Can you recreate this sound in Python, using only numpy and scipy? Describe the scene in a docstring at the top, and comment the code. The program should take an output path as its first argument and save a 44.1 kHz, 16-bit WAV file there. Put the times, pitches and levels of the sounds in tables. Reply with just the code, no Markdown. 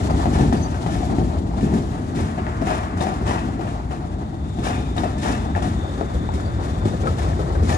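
"""Trams roll through a street junction beside a flyover, heard by a phone's two microphone ports on the
pavement. First one pulls away to the left: its wheels rumble, clack over joints and clatter through
crossings, a flange squeals briefly, loose gear knocks and the car body booms. From about 4 s the drive
of a second tram whines; by 6 s it draws in from the right with hollower clunks, and near the end come
short squeals and tapping fittings. Faint road traffic and the flyover's echo run throughout."""
import sys
import numpy as np
from scipy import signal
from scipy.fft import rfft, irfft, next_fast_len
from scipy.io import wavfile
from scipy.ndimage import uniform_filter1d

SR = 44100
rng = np.random.default_rng(int(sys.argv[2]) if len(sys.argv) > 2 else 0)


def dump_mix(stems):
    """Bounce the given channels to the path in sys.argv[1] as a 16-bit WAV at rate SR."""
    frames = np.atleast_2d(stems).T  # one column per channel
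    limited = np.clip(frames, -1, 1)  # hard clip at full scale
    pcm = np.round(limited * 32767).astype(np.int16)
    wavfile.write(sys.argv[1], SR, pcm)


N = 342657
T = np.arange(N) / SR
SIZE = next_fast_len(N + SR)
FREQS = np.maximum(np.arange(SIZE // 2 + 1) * SR / SIZE, 1)
TOP_HZ = 11700

# rolling forces on plain rail: t/s, car body level/dB, rail level/dB, steel level/dB
ROLLING_LEVELS = [(0.0, -21, -28, -39.5), (0.48, -25.5, -29, -44.5), (0.72, -27.5, -36, -47),
                  (.96, -27, -32.5, -45), (1.15, -24, -31.5, -42.5), (1.45, -26.5, -35, -50),
                  (1.79, -26.5, -33, -45), (1.97, -29.5, -38, -49), (2.75, -30.5, -35.5, -52),
                  (3.14, -27.5, -35, -50), (3.75, -31.5, -37, -50.5), (4.22, -31.5, -37.5, -55),
                  (4.55, -30.5, -40, -51.5), (5.28, -28.5, -36, -55), (5.73, -27, -35, -49),
                  (7.36, -28.5, -33.5, -47), (7.77, -26, -31, -47)]
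# modes of a struck wheel and the higher ones of its rim: f/Hz, t60/s, level/dB
WHEEL_MODES = [(606.7, 0.26, -6.5), (668, 0.19, -10.5), (725, 0.24, 0), (788, 0.11, -6), (883, 0.11, -5),
               (1199, 0.21, -8), (1398, 0.27, -13), (1690, 0.17, -12), (1895, 0.3, -14), (2400, 0.2, -18),
               (2620, 0.12, -18.5)]
RIM_MODES = [(1779, 0.056, 15.5), (2223, 0.12, 7), (2555, 0.04, 5.5), (2860, 0.048, 2), (3500, 0.018, 4.5),
             (5200, 0.01, 8), (5740, 0.028, 7), (6850, 0.077, -20), (9040, 0.0092, 2.5)]
# crossfade to the nearing tram on the right: t/s, share (0-1)
FROM_RIGHT = [(5.5, 0), (5.9, 1)]


def rolling():
    """Roughness excitation: uneven wheel and rail surfaces force car body, rail and steel rims."""
    body = undb(curve(ROLLING_LEVELS)) * grit(rough_db=2.0, rate=31)
    rail = undb(curve(ROLLING_LEVELS, axis=2)) * grit(rough_db=2.7, rate=54)
    steel = undb(curve(ROLLING_LEVELS, axis=3)) * grit(rough_db=2.3, rate=60)
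    return np.array([body, rail, steel])


def rumble():
    """Forced vibration shakes track bed and car bodies; at heavy jolts a body booms on its springs."""
    levels = [(0, -20.5), (.5, -20.5), (.75, -24.5), (1.3, -24), (1.7, -24), (2, -27), (3.5, -27.5),
              (4.4, -26.5), (4.7, -25), (5.1, -25), (5.6, -25), (5.87, -27.5), (6.35, -24), (7.77, -22)]  # deep rumble: t/s, level/dB
    spectrum = [(15, -61), (25, -38), (38, -15), (50, 4), (63, 8.5), (88, 4.5), (125, -2), (180, -5.5),
                (300, -67.5)]  # its radiation: f/Hz, level/dB
    booms = [(.46, .04, 66, -19), (2.19, 0.04, 86, -21.5), (2.64, .035, 55.7, -21),
             (2.939, 0.023, 87, -19.5), (3.25, 0.019, 90, -16), (4.62, .035, 59, -29),
             (5.539, 0.02, 88, -15), (6.148, 0.012, 70, -14), (6.849, 0.011, 94.5, -12.5),
             (7.592, 0.024, 80.5, -9.5)]  # body resonances: t/s, swell/s, f/Hz, peak level/dB
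    out = undb(curve(levels)) * through(rng.standard_normal((2, N)), colour(spectrum))
    t = T[:SR // 2]
    for (s, swell, hz, db), phase in zip(booms, rng.uniform(0, 2 * np.pi, len(booms))):
        envelope = (t / swell) ** 2 * np.exp(2 - 2 * t / swell)
        add(out[0], s, undb(db) * envelope * np.sin(2 * np.pi * hz * t + phase))
    return out


def crossings(groove_s=0.035, exit_share=.66, rebound_s=.06, trailing_db=-4.5):
    """Impact at gaps: each axle hits a crossing, runs its groove, hits the far joint and rebounds."""
    # bogies entering: t/s, axle lag/s, car body, rail and steel level/dB, second axle's rattle gain/dB
    bogies = [(.275, 0.58, -22.5, -35.5, -39, -2), (1.555, 0.55, -29.5, -38.5, -45.5, 4),
              (2.613, 0.6, -27.5, -27.5, -37, -.5), (4.587, 0.59, -30, -28.5, -35.5, 1.5),
              (6.565, .565, -47, -35.5, -47, 5.5), (7.63, .565, -29, -25.5, -34.5, 0)]
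    # blows on car body, rail and steel, relative to the axle's rail level
    entry_db, exit_db, rebound_db = (10.5, -10, -14), (9, 2, -12.5), (4, 1.5, -13.5)
    blows, grooves = [], []
    for s, lag, body_db, rail_db, steel_db, second_db in bogies:
        for enters, db, rattle_db in (s, rail_db, 0), (s + lag, rail_db + trailing_db, second_db):
            leaves = enters + exit_share * lag
            blows.append((enters, *np.add(db, entry_db)))
            blows.append((leaves, *np.add(db, exit_db)))
            blows.append((leaves + rebound_s, *np.add(db, rebound_db)))
            grooves.append((enters + groove_s, *np.add(rattle_db, (body_db, rail_db, steel_db))))
    return blows, grooves


def track_faults(bumps_per_s=3, spread_db=1, bump_db=(-1.5, -12.5, -25)):
    """Impact at irregularities: lone rail joints, extra cracks at the crossings' far joints and the knocks just
    before them, and random bumps that scale with the rolling level."""
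    joints = [(.197, -30, -35, -36.5), (0.256, -17, -35, -55), (0.408, -9.5, -39, -37.5),
              (.526, -15, -29, -35), (.742, -31, -33, -43), (.862, -19.5, -30, -42), (1.184, -12, -42, -47),
              (1.629, -12, -52, -56), (1.736, -14, -39, -38), (2.378, -21.5, -29, -48),
              (2.467, -29, -31, -56), (2.972, -23, -34, -41), (3.008, -38, -38, -34),
              (3.909, -27, -29.5, -45), (4.964, -29, -32, -36), (4.982, -36, -44, -39),
              (5.179, -35, -51, -38), (5.556, -28, -29, -41), (5.622, -30, -29, -35),
              (5.647, -19, -31, -52), (5.975, -30, -33, -54), (6.011, -28, -29, -56),
              (6.151, -15.5, -37, -54), (6.337, -15.5, -36, -39.5), (6.852, -15.5, -28, -36.5),
              (7.036, -21, -28, -59), (7.059, -22, -25, -48), (7.071, -32, -34, -39.5),
              (7.393, -26, -26, -43), (7.552, -17, -29, -51)]  # blows at joints and crossings: t/s, car body, rail and steel level/dB
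    draws, drone_db = rng.standard_normal((80, 2)), curve(ROLLING_LEVELS)
    times = np.cumsum(np.exp(.5 * draws[:, 0])) / bumps_per_s
    bumps = [(s, *np.add(drone_db[int(s * SR)] - spread_db * size, bump_db))
             for s, size in zip(times, draws[:, 1]) if s < T[-1]]
    return joints + bumps


def impacts(hits, chatter_t60=(0.32, 0.32, 0.15), chatter_db=(-5.5, -3.0, -2.5)):
    """Impulse excitation: a short pulse pushes car body and rail, then all three forces chatter."""
    blows = np.zeros((3, 2, N))
    pulse = .7 * np.hanning(24)
    for s, body_db, rail_db, _ in hits:
        add(blows[0, 0], s, undb(body_db) * pulse)
        add(blows[1, 0], s, undb(rail_db) * pulse)
    decays = undb(chatter_db)[:, None] * [burst(0, 0.0022, t60) for t60 in chatter_t60]
    return blows + swells(hits, decays) * np.array([grit(rough_db=1.0, rate=160) for _ in range(3)])


def rattles(grooves, hits, hold_s=(0.068, 0.063, 0.031), loose_db=(-11, -10, -7)):
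    """Intermittent contact: flanges rattle along the grooves, and loose parts after every blow."""
    groove = swells(grooves, [burst(0, rise=0.027, t60=0.66, hold=hold) for hold in hold_s])
    loose = swells(hits, undb(loose_db)[:, None] * burst(0, rise=0.024, t60=0.66))
    return np.hypot(groove, loose) * np.array([grit(rough_db=1.5, rate=140) for _ in range(3)])


def radiation(roll, jolts):
    """Source and filter: each part colours the force on it; only jolts excite wheel and rim modes."""
    # radiated spectra: f/Hz, level/dB
    car_body = [(25, -18), (50, -21), (100, -4), (145, -2.5), (215, 0.5), (300, -3), (390, -8.5),
                (480, -16.5), (800, -25), (1600, -77)]
    struck_rail = [(200, -16.5), (400, -2), (520, -4.5), (640, 0), (740, -2), (900, -2), (1300, -4.5),
                   (1600, -10.5), (2000, -19.5), (2700, -16), (4500, -36), (9000, -75)]
    rolled_rail = [(200, -14.5), (400, -5.5), (520, -7), (640, 0.5), (750, -0.5), (900, -3.5), (1100, -9.5),
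                   (1300, -11.5), (1600, -19.5), (2000, -22.5), (2700, -32.5), (4500, -29.5), (9000, -66)]
    hollow_gear = [(180, -21.5), (330, 5.5), (450, 0), (560, 1.5), (740, 2.5), (950, -2.5), (1300, -7),
                   (1650, -14), (2000, -18), (2700, -29.5), (4500, -25), (9000, -64)]  # running gear of the nearing tram
    steel_rims = [(600, -6), (1500, 5.5), (2300, 1.5), (3500, 4.5), (5200, -0.5), (7000, 1), (9000, -3.5),
                  (10500, -7), (12000, -16)]
    body, rail, steel = roll + jolts  # each force has two unrelated rows
    near = curve(FROM_RIGHT)
    leaving = 1 - near
    out = through(body * undb(-3.0 * near), colour(car_body))
    out += through(jolts[1] * leaving, colour(struck_rail))
    out += through(roll[1] * leaving, colour(rolled_rail))
    out += undb(-0.5) * through(rail * near, colour(hollow_gear))
    out += through(steel, colour(steel_rims))
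    # the ringing leaves the wheels in other directions than the blow, so the two rows swap
    out += undb(-4.0) * through(jolts[2, ::-1], ring(RIM_MODES))
    return out + undb(-8.0) * through(jolts[1, ::-1] * leaving, ring(WHEEL_MODES))


def struck_wheels(hits, clunk_db=-0.5, drum_db=-5.5):
    """Free vibration: the leaving tram's wheels ring and its body drums; the nearing one's gear clunks."""
    # modes of car body and running gear: f/Hz, t60/s, level/dB
    body_modes = [(209, 0.38, -7), (265, 0.077, -4), (360, 0.14, -5.5)]
    gear_modes = [(347.6, 0.21, -4), (447.6, 0.28, 3), (538, 0.13, 3.5), (703, 0.069, -1),
                  (1328, 0.15, -3.5), (1680, 0.093, -29)]
    out, near = np.zeros(N), curve(FROM_RIGHT)
    for s, body_db, rail_db, _ in hits:
        if near[int(s * SR)] > .5:
            add(out, s, undb(rail_db + clunk_db) * strike(gear_modes, detune=0.064))
        else:
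            add(out, s, undb(rail_db) * strike(WHEEL_MODES, detune=0.023))
            add(out, s, undb(body_db + drum_db) * strike(body_modes, detune=0.029))
    return out


def groove_clanks(grooves, first_s=.018, gap_s=.03, fade_db=-1.54, wheel_db=-1.0, rim_db=-10.0, count=5):
    """Repeated impact: a flange knocks from side to side in the groove, ringing wheel and rim."""
    out = np.zeros(N)
    for s, _, rail_db, steel_db in grooves:
        for k, late in enumerate(rng.uniform(0, .5, count)):
            at = s + first_s + gap_s * (k + late)
            add(out, at, undb(rail_db + wheel_db + fade_db * k) * strike(WHEEL_MODES, detune=0.022))
            add(out, at, undb(steel_db + rim_db + fade_db * k) * strike(RIM_MODES, detune=0.053))
    return out


def steel_part(hz, t60, buzz=0.38, buzz_cycles=5):
    """Amplitude modulation: a struck part buzzes against its seat as its inharmonic modes ring."""
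    ratios = [(.82, 1, -10.5), (1.002, 1, 0), (1.07, 0.84, -11.5), (1.24, 1, -19), (1.8, 0.42, -26),
              (2.56, .5, -26)]  # modes: frequency ratio, t60 ratio, level/dB
    modes = [(min(hz * multiple, TOP_HZ), t60 * share, db) for multiple, share, db in ratios]
    tone = strike(modes, detune=0.015)
    flutter = uniform_filter1d(rng.standard_normal(len(tone)), max(int(buzz_cycles * SR / hz), 1))
    return tone * (1 + buzz * flutter / flutter.std())


def fittings(taps_per_s=16, tap_hz=1350, spread_octaves=.17, spread_db=2):
    """Impact through free play: jolted gear knocks, struck wheels clang and car bodies thud, and light fittings
    keep tapping on rough track."""
    knocks = [(.199, 1740, 0.12, -30), (.203, 756, .08, -27), (.257, 727, 0.049, -15),
              (0.348, 985, .06, -19), (.526, 680, 0.088, -18), (.743, 1530, .07, -28),
              (0.864, 3140, 0.054, -38), (.863, 730, 0.082, -20.5), (.955, 737, 0.12, -24),
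              (1.025, 713, 0.22, -23.5), (1.185, 742, 0.26, -25.5), (1.633, 207, .16, -18),
              (1.741, 212, 0.19, -19.5), (2.467, 1860, 0.039, -31), (2.622, 358, 0.11, -22),
              (2.622, 658, 0.17, -19.5), (2.673, 716, 0.24, -19.5), (2.698, 634, .22, -20.5),
              (2.712, 834, 0.13, -24), (2.722, 1666, 0.24, -32), (2.971, 1190, 0.068, -26),
              (3.002, 344, 0.12, -15), (3.002, 594, 0.11, -18.5), (3.007, 3590, .06, -29.5),
              (3.012, 880, .1, -23), (3.036, 754, 0.24, -18.5), (3.070, 593, .09, -25),
              (3.310, 990, 0.099, -18), (3.312, 640, 0.058, -24), (3.352, 1944, 0.18, -34),
              (3.360, 1120, .1, -22), (3.375, 2550, 0.29, -41), (3.592, 337, 0.18, -20.5),
              (3.595, 740, .08, -27), (4.586, 280, 0.066, -20), (4.587, 710, 0.1, -32),
              (4.665, 1690, 0.2, -32), (4.668, 612, 0.24, -23), (4.70, 731, 0.28, -24.5),
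              (4.745, 2400, .3, -38), (4.976, 317, 0.073, -18), (4.981, 3700, 0.044, -26.5),
              (5.035, 736, 0.24, -23.5), (5.055, 640, 0.064, -20.5), (5.258, 792, 0.14, -22.5),
              (5.280, 710, 0.26, -25), (5.291, 1690, 0.18, -35), (5.325, 2620, .3, -38),
              (5.551, 1730, 0.04, -24), (5.563, 814, 0.08, -18), (5.578, 694, .08, -23),
              (6.011, 674, 0.08, -20), (6.146, 487, 0.28, -25), (6.29, 870, 0.1, -24),
              (6.4, 1340, .05, -29), (6.857, 330, 0.074, -15.5), (7.035, 2300, 0.038, -36),
              (7.071, 1297, 0.1, -15.5), (7.397, 386, 0.15, -18.5), (7.553, 1560, .08, -30.5),
              (7.626, 467, 0.075, -17)]  # struck steel: loose gear, ringing wheels and car-body thuds: t/s, f/Hz, t60/s, level/dB
    rough_track = [(7.123, 7.7, -41)]  # spells of tapping: start t/s, end t/s, level/dB
    out = np.zeros(N)
    for s, hz, t60, db in knocks:
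        add(out, s, undb(db) * steel_part(hz, t60))
    for start, end, db in rough_track:
        for k, (late, pitch, size) in enumerate(rng.standard_normal((30, 3))):
            s = start + (k + np.tanh(late) / 2) / taps_per_s
            tap = steel_part(tap_hz * 2 ** (spread_octaves * pitch), t60=.07)
            if s < end:
                add(out, s, undb(db + spread_db * size) * tap)
    return out


def flange_squeals(flutter_db=5.5):
    """Stick-slip friction: a flange on the rail head sounds one rim mode in a fluttering scrape."""
    squeals = [(0.55, 0.13, 4600, -45.5, .008), (0.55, 0.19, 6160, -48, .007), (6.43, 0.07, 4600, -50, .02),
               (7.68, .11, 6560, -40, .015)]  # t/s, length/s, f/Hz, level/dB, relative pitch spread
    out = np.zeros(N)
    for s, length, hz, db, jitter in squeals:
        arch = np.sqrt(np.abs(np.sin(np.pi * np.clip((T - s) / length, 0, 1))))
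        level = undb(db + flutter_db * walk(110))
        pitch = hz * (1 + jitter * walk(900))
        out += arch * level * np.sin(2 * np.pi * np.cumsum(pitch) / SR)
    return out


def drive_whine(start_s=3.85, rise_s=1, hold_s=1.6, release_s=1.9, level_db=-52.3):
    """Narrow-band noise: the nearing tram's drive whines, wavering as it swells, holds and fades."""
    bands = [(3604, 380, 1), (4450, 600, -22), (6700, 450, -15), (7600, 700, -15)]  # bands of the whine: f/Hz, width/Hz, level/dB
    envelope = np.interp(T, np.cumsum([start_s, rise_s, hold_s, release_s]), [0, 1, 1, 0])
    waver_db = 1.5 * walk(9)
    gain = sum(undb(db) / np.sqrt(width) / (1 + ((FREQS - hz) / (0.39 * width)) ** 2)
               for hz, width, db in bands)
    whine = irfft(rfft(rng.standard_normal((2, N)), SIZE) * gain, SIZE)[:, :N]
    return undb(level_db + waver_db) * envelope * whine / whine.std()


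def traffic(level_db=-43.5, swell_db=4.5):
    """Incoherent sources: tyres on the flyover merge into a faint, slowly swelling wash."""
    # f/Hz, level/dB
    spectrum = [(300, -27), (700, -9.5), (1100, 7.5), (1900, -0.5), (2700, -14), (5000, -42.5)]
    level = undb(level_db + swell_db * walk(1.37))
    return level * through(rng.standard_normal((2, N)), colour(spectrum))


def flyover(x, t60=0.99, wet_db=-13, delay_s=0.031):
    """Diffuse reflection: the concrete overhead adds a late echo."""
    tail = (rng.standard_normal((2, N)) * burst(delay_s, 0.026, t60))[:, :SR]
    return x + undb(wet_db) * through(x, unit(tail))


def microphone_ports(x):
    """Partial coherence: row 0 reaches both ports with a phase between them, row 1 only the right."""
    # f/Hz, left minus right level/dB, coherence (0-1), left's lead/rad from ahead, and from the right
    pair = [(60, 1.5, .98, .05, -.08), (200, 2.2, .92, .15, -.22), (330, 1.3, .85, .45, -.5),
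            (440, -.5, .6, .8, -.85), (540, 4, .3, 2.6, -1.4), (700, 10.5, .35, 1.4, -2),
            (900, 4, .65, 2.1, -2.9), (1100, 1.8, .68, 3.5, -2.7), (1400, 2, .72, 3.8, -2.4),
            (1750, 2.3, .75, 4.7, -1.5), (2250, 6, .4, 6.8, .5), (3000, 7, .35, 9, 2.4),
            (5500, 9, .15, 12, 5.8), (7000, 3, .35, 12.6, 6.3), (8200, -1.5, .5, 14.8, 8.4),
            (9200, -.5, .4, 13.8, 7.5), (10100, 0, .9, 15.7, 9.4), (11600, .5, .9, 12.8, 6.5)]
    shared, apart = rfft(x, SIZE)
    tilt, coherence = undb(by_hz(pair)), by_hz(pair, axis=2)
    scale = np.sqrt(2 / (1 + tilt ** 2))
    left = irfft(scale * tilt * shared, SIZE)[:N]
    right = scale * (coherence * shared + np.sqrt(1 - coherence ** 2) * apart)
    ahead = irfft(right * np.exp(-1j * by_hz(pair, axis=3)), SIZE)[:N]
    beside = irfft(right * np.exp(-1j * by_hz(pair, axis=4)), SIZE)[:N]
    share = curve(FROM_RIGHT)
    return np.array([left, (1 - share) * ahead + share * beside])


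def undb(db):
    """Amplitude ratio of a level."""
    return 10 ** (np.asarray(db) / 20)


def curve(rows, axis=1):
    """Linear interpolation of a time table's column at every sample."""
    rows = np.array(rows)
    return np.interp(T, rows[:, 0], rows[:, axis])


def by_hz(rows, axis=1):
    """Interpolation of a table's column over log frequency at every bin."""
    rows = np.array(rows)
    return np.interp(np.log(FREQS), np.log(rows[:, 0]), rows[:, axis])


def unit(x):
    """Normalisation to an energy of 1."""
    return x / np.sqrt(np.sum(x ** 2, axis=-1, keepdims=True))


def add(out, s, x):
    """Superposition of the short sound x on out at time s."""
    span = out[int(s * SR):][:len(x)]
    span += x[:len(span)]


def through(x, response):
    """Convolution, cut to the length of the scene."""
    return irfft(rfft(x, SIZE) * rfft(response, SIZE), SIZE)[..., :N]


def colour(points):
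    """Minimum-phase response with the given spectral shape, from its folded cepstrum."""
    cepstrum = irfft(np.log(undb(by_hz(points))), SIZE)
    cepstrum[1:SIZE // 2] *= 2
    cepstrum[SIZE // 2 + 1:] = 0
    return unit(irfft(np.exp(rfft(cepstrum)), SIZE)[:SR // 2])


def damped_sine(t, hz, t60):
    """Free vibration of one mode, falling 60 dB in t60 seconds."""
    return np.sin(2 * np.pi * hz * t) * np.exp(-np.log(1000) * t / t60)


def ring(modes):
    """Impulse response of damped modes whose levels set their relative energies."""
    return unit(sum(undb(db) * unit(damped_sine(T[:SR // 2], hz, t60)) for hz, t60, db in modes))


def strike(modes, detune):
    """Modal sum for one blow, each mode randomly a little off its pitch."""
    t = T[:int(SR * max(t60 for _, t60, _ in modes))]
    return sum(undb(db) * damped_sine(t, hz * (1 + detune * offset), t60)
               for (hz, t60, db), offset in zip(modes, rng.standard_normal(len(modes))))


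def walk(rate):
    """Random modulation: values held 1 / rate seconds and smoothed twice; spread 1."""
    hold = max(int(SR / rate), 1)
    steps = np.repeat(rng.standard_normal(N // hold + 1), hold)
    smooth = uniform_filter1d(uniform_filter1d(steps, hold), hold)[:N]
    return smooth / smooth.std()


def grit(rough_db, rate):
    """Contact noise in small random bursts, shared by two unrelated rows."""
    x = rng.standard_normal((2, N)) * undb(rough_db * walk(rate))
    return x / x.std()


def burst(start, rise, t60, hold=0):
    """Exponential decay after a linear climb to 1 and a hold; times in seconds."""
    age = T - start
    return np.clip(age / rise, 0, 1) * np.exp(-np.log(1000) * np.maximum(age - rise - hold, 0) / t60)


def swells(events, shapes):
    """Addition of powers: each event (t/s, three levels/dB) starts an envelope on each force."""
    power, shapes = np.zeros((3, N)), np.array(shapes)[:, :SR] ** 2
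    for s, *db in events:
        span = power[:, int(s * SR):][:, :SR]
        span += undb(db)[:, None] ** 2 * shapes[:, :span.shape[1]]
    return np.sqrt(power)[:, None]


def scene():
    """Superposition: trams and traffic add, echo under the flyover and reach the two ports."""
    blows, grooves = crossings()
    hits = [hit for hit in blows + track_faults() if hit[0] < T[-1] - .01]
    jolts = impacts(hits) + rattles(grooves, hits)
    out = radiation(rolling(), jolts) + rumble() + drive_whine() + traffic()
    out[0] += flange_squeals() + struck_wheels(hits) + groove_clanks(grooves) + fittings()
    return microphone_ports(flyover(out))


def record(dry, low_hz=30):
    """Band limiting: the deepest bass is thinned, and the phone cuts the top."""
    thin = signal.sosfilt(signal.butter(2, low_hz, "highpass", fs=SR, output="sos"), dry)
    return signal.sosfilt(signal.ellip(10, .2, 80, TOP_HZ, fs=SR, output="sos"), thin)


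dry = scene()
out = record(dry)
dump_mix(out)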